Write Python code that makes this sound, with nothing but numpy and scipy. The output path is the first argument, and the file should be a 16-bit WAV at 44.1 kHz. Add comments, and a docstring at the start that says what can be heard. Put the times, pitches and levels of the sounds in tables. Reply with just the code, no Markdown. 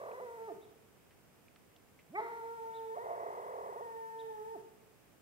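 """A still lake: a dog's howl is already under way, rattling, then it clears and drops; a small bird chips.
A second howl scoops up, cracks into quick runs and a rattle, clears and drops, with two more chips.
The voice is harmonics whose pitch slips an octave, shaped by a throat; the wooded shore echoes as fading noise.
The chips are arched whistles. Faint ticks, short resonant noise bursts, come during the first howl and
between the howls. Soft air and hiss, both coloured noise, run throughout, heard through a small stereo camera."""
import sys
import numpy as np
from scipy import signal
from scipy.fft import rfft, irfft
from scipy.io import wavfile
from scipy.ndimage import uniform_filter1d, map_coordinates

SR = 44100
rng = np.random.default_rng(int(sys.argv[2]) if len(sys.argv) > 2 else 0)


def wav_record(signal):
    """Record a signal, one row per channel, as 16-bit PCM in the file named by sys.argv[1]."""
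    frames = np.transpose(np.atleast_2d(signal))
    bounded = np.clip(frames, -1, 1)
    # unit amplitude maps onto the largest positive 16-bit level
    quanta = np.round(bounded * 32767).astype(np.int16)
    wavfile.write(sys.argv[1], SR, quanta)


N = 230062
T = np.arange(N) / SR  # time of each sample, s


def undb(db):
    """Turn decibels into gain."""
    return 10 ** (np.asarray(db) / 20)


def unit(x):
    """Scale to an rms of 1."""
    return x / np.sqrt(np.mean(x ** 2))


def curves(rows):
    """Join the points of a table by straight lines in time, one curve per column."""
    s, *columns = np.transpose(rows)
    return [np.interp(T, s, column) for column in columns]


def colour(x, points, share=1):
    """Filter by a spectrum of (f/Hz, level/dB) points, joined over log frequency."""
    size = 2 ** 18
    hz, db = np.transpose(points)
    f = np.maximum(np.fft.rfftfreq(size, 1 / SR), 1)
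    gain = undb(share * np.interp(np.log(f), np.log(hz), db))
    return irfft(rfft(x, size) * gain)[..., :N]


def walk(rate):
    """Wander smoothly and at random, with rms 1, through `rate` random points per second."""
    knots = rng.standard_normal(4096)
    return unit(map_coordinates(knots, [T * rate], order=2, mode="wrap"))


def swell(s, rise_s, decay_s):
    """Rise smoothly to 1 at time s, then die away exponentially."""
    before, after = np.minimum(T - s, 0), np.maximum(T - s, 0)
    return np.exp(-(before / rise_s) ** 2 - after / decay_s)


# How throat and muzzle colour the voice: (f/Hz, level/dB)
THROAT = [(50, -37), (130, -3.5), (260, -14), (350, -4), (420, 1.5), (560, -3.5), (690, 1.5), (790, -2),
          (910, -1), (1050, -7.5), (1170, -5.5), (1320, -18), (1600, -27), (2100, -30.5), (2600, -48.5),
          (3650, -46), (4150, -44.5), (4600, -62), (5000, -53), (6000, -58)]
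# Upper resonance of the mouth, which moves with the lips: (t/s, f/Hz, lift/dB)
FORMANT = [(.2, 2000, 2), (.45, 1800, -2), (2.16, 2210, 43), (2.22, 1940, -33), (2.45, 1950, -19),
           (3.0, 1960, 8), (3.65, 1920, 8), (4.0, 1770, 16), (4.5, 1816, 17.5)]
LOOSE_HZ = 172  # below this pitch the folds stop sounding


def dog(jitter=0.0061, crack_jitter=0.0317, shimmer_db=0.0, crack_db=1.0, snap_db=1.0,
        rasp_db=-43, shaky_rasp_db=12, voice_db=-1, formant_width_hz=130,
        ring_hz=682, ring_width_hz=45, ring_db=5, calm_ring_db=-6):
    """The vocal folds make harmonics, half lines when hoarse and a little rasp; the throat shapes them all."""
    times = slip_times()
    hz, db, mouth_db, edge_db, hoarse, shaky, runs_db = gesture(times)
    sounding = 1 / (1 + (LOOSE_HZ / hz) ** 6)
    firm = np.minimum(hz / 390, 1) ** 6.8  # loose folds at low pitch give almost a pure tone

    # pitch and strength are unsteady close to a slip, just after the yelp and in the drop
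    midway = (times[1:] + times[:-1]) / 2
    nearest_slip = times[np.searchsorted(midway, T)]
    unsteady = np.maximum(np.exp(-((T - nearest_slip) / 0.014) ** 2), shaky)
    shaken_hz = hz * (1 + (jitter + crack_jitter * unsteady) * walk(200))
    hz, phase, strain, slack = slips(shaken_hz, times)

    half = hoarse * (1 - strain) * (1 - slack) * (1 + .5 * walk(45))
    odd = 1 - slack ** 2  # odd harmonics grow back after a slip
    formant_hz, lift_db = curves(FORMANT)
    lift = undb(lift_db)
    folds = 0
    for k in np.arange(1, 25) / 2:  # multiples of the pitch: 0.5, 1, 1.5 ... 12
        if k % 1:
            strength = half
        elif k % 2:
            strength = odd
        else:
            strength = 1
        resonance = 1 + lift / (1 + ((k * hz - formant_hz) / formant_width_hz) ** 2)
        folds = folds + np.sqrt(2) * firm ** abs(k - 1) * strength * resonance * np.cos(k * phase)

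    # rasp is noise that pulses once per turn of the folds
    rasp_gain = undb(rasp_db + shaky_rasp_db * shaky) * firm * np.sqrt(SR / hz)
    rasp = rasp_gain * rng.standard_normal(N) * (1 + np.cos(phase))
    snap = slack ** 0.39  # each slip starts with a push that dies away
    tremble_db = crack_db * unsteady * walk(120) + snap_db * (2 * snap - 0.5) * unsteady
    voice = colour((folds + rasp) * undb(tremble_db), THROAT)

    # a narrow throat resonance rings more strongly wherever the voice is unsteady
    struck = voice * (undb(calm_ring_db) + unsteady * undb(ring_db + runs_db))
    b, a = signal.iirpeak(ring_hz, ring_hz / ring_width_hz, fs=SR)
    voice = voice + signal.lfilter(b, a, struck)

    # the open mouth lifts the middle band, effort lifts the top
    low = signal.sosfiltfilt(signal.butter(8, 780, fs=SR, output="sos"), voice)
    below_top = signal.sosfiltfilt(signal.butter(8, 1270, fs=SR, output="sos"), voice)
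    voice = low + undb(mouth_db) * (below_top - low) + undb(edge_db) * (voice - below_top)
    return voice * undb(db + voice_db + shimmer_db * walk(24.55)) * sounding


# Base pitch of the held note, in three stretches where the voice is clear: (t/s, f/Hz)
NOTE = [
    [(0.245, 490), (0.291, 464), (0.373, 464.4), (0.387, 446.4), (0.46, 451.3)],
    [(2.24, 468.7), (2.458, 455.3), (2.566, 464.7), (2.578, 452.9), (2.88, 447.1)],
    [(3.83, 465), (3.898, 456.4), (4.272, 446.6), (4.398, 423.6), (4.51, 453.8)],
]
# a rattling voice is sharper, louder, slightly less open-mouthed, slightly edgier and hoarser
RATTLE_OCTAVES, RATTLE_DB, RATTLE_MOUTH_DB, RATTLE_EDGE_DB, RATTLE_HOARSE_DB = .08, 2.5, -1, 1, -18


def gesture(times, blend_s=.05, full_count=2):
    """Follow the howl with the greater pitch share, straining it in a rattle: pitch to extra ring in runs."""
    each = np.array([howl(*row) for row in HOWLS])
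    strongest = each[:, 0].argmax(axis=0)
    share, db, mouth_db, edge_db, half, shaky = each[strongest, :, np.arange(N)].T
    recent_slips = np.searchsorted(times, T) - np.searchsorted(times, T - blend_s)
    rattle = uniform_filter1d(np.minimum(recent_slips / full_count, 1), int(blend_s * SR / 2))
    runs_db = sum(extra * np.exp(-(2 * (T - s) / length - 1) ** 4) for s, length, extra in RUNS)
    hz = curves(np.concatenate(NOTE))[0] * share * 2 ** (RATTLE_OCTAVES * rattle)
    return (hz,
            db + RATTLE_DB * rattle,
            mouth_db + RATTLE_MOUTH_DB * rattle,
            edge_db + RATTLE_EDGE_DB * rattle,
            half + undb(RATTLE_HOARSE_DB) * rattle,
            shaky,
            runs_db)


# The howls, the first already under way: (start t/s, release t/s, time to fall an octave/s,
# base level/dB, base lift of the band near 900 Hz/dB, base level of the hoarse half lines/dB)
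HOWLS = [(-.6, .468, .078, -47, -0.5, -21), (2.118, 4.54, 0.0413, -47, 4, -30.5)]
SCOOP_S = 0.027  # a howl scoops up to its note
# it opens with a yelp: loud, wide-mouthed and bright, then briefly hoarse
YELP_AFTER_S, YELP_RISE_S, YELP_DECAY_S = 0.069, 0.011, 0.14
YELP_DB, YELP_EDGE_DB = 2, 10
GAPE_DB, GAPE_S = 15.5, 0.018
HOARSE_AFTER_S, HOARSE_RISE_S, HOARSE_DECAY_S, HOARSE_DB = .088, 0.0079, 0.037, -4
# on the held note: upper overtones are lifted; the voice tires slowly and dulls ever faster
EDGE_DB = 7
TIRE_DB_PER_S, DULL_DB_PER_S2 = 1.41, 2.5
# it ends with a last push; the mouth is more shut the further the pitch lies below the note
PUSH_DB, SHUT_DB_PER_OCTAVE = 5, 22.5


def howl(start, release, fall_s, db, mouth_db, hoarse_db, fall_curve=1.5):
    """Shape a scoop, yelp, held note and drop: share of pitch, level, mouth, edge, half lines, shakiness."""
    age = np.maximum(T - start, 0)
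    scoop = (1 + np.tanh((T - start) / SCOOP_S / 2)) / 2
    fall = np.maximum(T - release, 0) / fall_s
    share = scoop / 2 ** np.minimum(fall ** fall_curve, 4)  # falls by four octaves at most
    octaves_below = -np.log2(np.maximum(share, 1 / 16))
    yelp = swell(start + YELP_AFTER_S, YELP_RISE_S, YELP_DECAY_S)
    gape = np.exp(-((age - YELP_AFTER_S) / GAPE_S) ** 2)
    croak = swell(start + HOARSE_AFTER_S, HOARSE_RISE_S, HOARSE_DECAY_S)
    push = np.sin(np.pi * np.minimum(fall, 1))
    return (share,
            db + YELP_DB * yelp + PUSH_DB * push - TIRE_DB_PER_S * age,
            mouth_db + GAPE_DB * gape - SHUT_DB_PER_OCTAVE * octaves_below,
            EDGE_DB + YELP_EDGE_DB * yelp - DULL_DB_PER_S2 * age ** 2,
            undb(hoarse_db) + undb(HOARSE_DB) * croak,
            np.maximum(croak, push))


# Rattles, where the folds slip at a loose beat:
# (start t/s, end t/s, gap between slips/s, last gap/s, time over which the gaps widen/s)
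RATTLES = [(-.06, .199, .0238, .066, .02), (3.03, 3.806, .022, .045, .105)]
# Quick runs of slips, where the voice breaks hardest: (t/s, length/s, extra ring of the throat/dB)
RUNS = [(2.964, 0.022, 12.5), (3.057, .017, 12), (3.096, 0.047, 11.5), (3.168, .016, 4), (3.206, .033, 5)]
SLIP_HZ, SLIP_SCATTER_S = 115, .002  # rate of slips in a quick run; looseness of the rattle's beat


def slip_times():
    """Slips come at a loose beat that slows before the voice clears; in a quick run they crowd together."""
    times = []
    chances = rng.standard_normal((len(RATTLES), 80))
    for (start, end, gap, last_gap, widen_s), chance in zip(RATTLES, chances):
        s = end  # counted backwards from the end of the rattle
        for c in chance:
            in_run = any(-1 / SLIP_HZ < s - at < length for at, length, _ in RUNS)
            if s > start and not in_run:
                times.append(s + SLIP_SCATTER_S * c)
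            s -= gap + (last_gap - gap) * np.exp((s - end) / widen_s)
    quick = [np.arange(at, at + length, 1 / SLIP_HZ) for at, length, _ in RUNS]
    return np.sort(np.concatenate([times] + quick))


def slips(hz, times, rise=.27, strain_s=.013, sag=.19, sag_s=.015, recover_s=.0017, uneven=.06):
    """The folds tighten, slip into the octave below, snap part of the way back and climb again."""
    edges = np.concatenate([[-1], times, [T[-1] + 1]])
    k = np.searchsorted(edges, T, side="right")
    since, until = T - edges[k - 1], edges[k] - T
    along = since / (since + until)  # 0 at the last slip, 1 at the next
    strain = np.sin(np.pi / 2 * along) * np.exp(-(until / strain_s) ** 2)
    droop = (1 - along) * np.exp(-(since / sag_s) ** 2)
    slack = (1 - along) * np.exp(-since / recover_s)
    octaves = rise + uneven * rng.standard_normal(len(edges))  # each slip comes at its own height
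    sag = sag * (1 - np.exp(-((since + until) / sag_s) ** 2))  # in a quick run the folds stay tight
    bend = octaves[k] * strain - sag * droop - (1 - sag - octaves[k - 1]) * slack
    hz = hz * 2 ** bend
    turns, last = [], 0
    for part in np.split(hz / SR, np.flatnonzero(np.diff(k)) + 1):
        turns.append(last / 2 + np.cumsum(part))  # the old fundamental lives on as the second harmonic
        last = turns[-1][-1] % 1
    return hz, 2 * np.pi * np.concatenate(turns), strain, slack


def shore(x, t60=0.88, wet_db=-13.5, delay_s=0.025, apart=0.88):
    """Trunks and bank scatter the sound back, late and dull, a little differently to each port."""
    t = T[:int(1.5 * SR)]
    common, left, right = rng.standard_normal((3, len(t)))
    fade = np.exp(-np.log(1000) * t / t60) * (t > delay_s)
    tail = (common + apart * np.array([left, right])) * fade
    tail /= np.sqrt(np.sum(tail ** 2) / 2)
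    echo = signal.fftconvolve(x[None], tail, axes=1)[:, :N]
    echo_colour = [(150, -14), (400, 14.5), (700, 3.5), (950, 5), (2000, 11.0), (4000, -12.0)]
    return undb(wet_db) * colour(echo, echo_colour)


# Chips of the bird: (t/s, length/s, top f/Hz before the flutter, level/dB)
CHIPS = [(0.604, 0.054, 3796, -69), (2.728, 0.076, 3820, -62.5), (4.183, .042, 3800, -60.5)]


def bird(arch=0.25, flutter=0.048):
    """Each chip is a burry whistle whose pitch arches up and down."""
    out, waver = 0, 1 + flutter * walk(600)
    for s, length, top_hz, db in CHIPS:
        u = np.clip(2 * (T - s) / length - 1, -1, 1)  # -1 at the start of the chip, 1 at its end
        hz = top_hz * (1 - arch * u ** 2) * waver
        out = out + undb(db) * (1 - u ** 2) * np.sin(2 * np.pi * np.cumsum(hz) / SR)
    return out


# Faint ticks: (t/s, peak level/dB, centre f/Hz, width of each filter pass/Hz, time for the burst to fall 60 dB/s)
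TICKS = [(0.116, -53, 2380, 700, 0.014), (1.108, -60.5, 1900, 1600, .08), (1.483, -53.5, 2410, 1007, 0.011),
         (1.56, -52.5, 1400, 1600, 0.021), (1.763, -54.5, 3350, 2200, 0.02),
         (1.99, -55.5, 2200, 1002, 0.12)]


def ticks():
    """Each tick is a short, dying burst of noise, passed twice through one broad resonance."""
    out = np.zeros(N)
    for s, db, hz, width_hz, t60 in TICKS:
        fade = (T >= s) * undb(-60 * np.clip((T - s) / t60, 0, 3))
        burst = rng.standard_normal(N) * fade
        b, a = signal.iirpeak(hz, hz / width_hz, fs=SR)
        tick = signal.lfilter(b, a, signal.lfilter(b, a, burst))
        out += undb(db) * tick / np.abs(tick).max()
    return out


# Colour of the still air: (f/Hz, relative level/dB per Hz)
AIR = [(25, -26), (45, -6), (65, -0.5), (110, 3), (180, 2.5), (350, -1), (470, 0), (600, -4.5), (700, -5),
       (850, -7), (1500, -12.5), (2700, -18.5), (3600, -23.5), (5000, -35)]
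# Colour of the hiss over it: (f/Hz, relative level/dB per Hz)
HISS_COLOUR = [(2500, 1), (4200, -8.5), (5000, -4), (5600, -6), (7200, -6), (7800, -3.5), (10500, -5.5),
               (13000, -4.5), (15500, -4.5)]
AIR_DB = -67  # level of the shared part of the air
# the hiss swells while the dog howls and settles after it
HISS_DB, HISS_SWELL_DB, HISS_SETTLE_S = -70.5, 3.5, 0.063


def air(apart=0.84):
    """Soft outdoor air and hiss are coloured noises, each partly shared by the ports and partly opposite."""
    mid, side, hiss, own = rng.standard_normal((4, N))
    sides = np.array([[1], [-1]])
    hush = unit(colour(mid, AIR)) + apart * unit(colour(side, AIR)) * sides
    own_hiss = colour(own, [(2500, -0.5), (4500, -7.0), (7000, -4), (9000, -72)])
    hiss = colour(hiss, HISS_COLOUR) + sides * own_hiss

    def settled(s):
        """Approach 1 gradually after time s."""
        return 1 - np.exp(-np.maximum(T - s, 0) / HISS_SETTLE_S)

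    howling = sum(settled(start) - settled(release + fall_s) for start, release, fall_s, *_ in HOWLS)
    return hush * undb(AIR_DB), unit(hiss) * undb(HISS_DB + HISS_SWELL_DB * howling)


# Lag of the voice and echo at the left port, changing as the camera turns: (t/s, lag/ms)
LAG = [(0, .27), (2.2, 0.21), (2.8, 0.34), (4.5, 0.39)]


def scene(bird_echo_db=19):
    """The dog is off to the right, so its voice reaches the left port later; the bird is straight ahead."""
    howls, chips = dog(), bird()
    left, right = howls + shore(howls + undb(bird_echo_db) * chips)
    lag_samples = curves(LAG)[0] * SR / 1000
    left = map_coordinates(left, [np.arange(N) - lag_samples], order=3)
    hush, hiss = air()
    outdoors = colour(np.array([left, right]) + hush, [(12, 5), (30, -1.0)])  # the lowest rumble is lifted
    return outdoors + chips + hiss + ticks()


# Colour difference of the two ports: (f/Hz, left minus right level/dB)
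PORTS = [(100, -2), (450, -2.5), (680, -5.5), (800, -1), (950, 2.5), (1200, 0), (1400, -1.5), (1750, 1),
         (2300, -2.5), (3700, -.5), (5000, -4.5), (7000, -1.5), (11000, -.4)]
TOP_HZ = 15700  # the treble is cut above this


def record(dry):
    """Each port takes half the colour difference, in opposite directions; a steep filter cuts the top."""
    ports = np.array([colour(dry[0], PORTS, .5), colour(dry[1], PORTS, -.5)])
    return signal.sosfilt(signal.ellip(10, .2, 70, TOP_HZ, fs=SR, output="sos"), ports)


dry = scene()
out = record(dry)
wav_record(out)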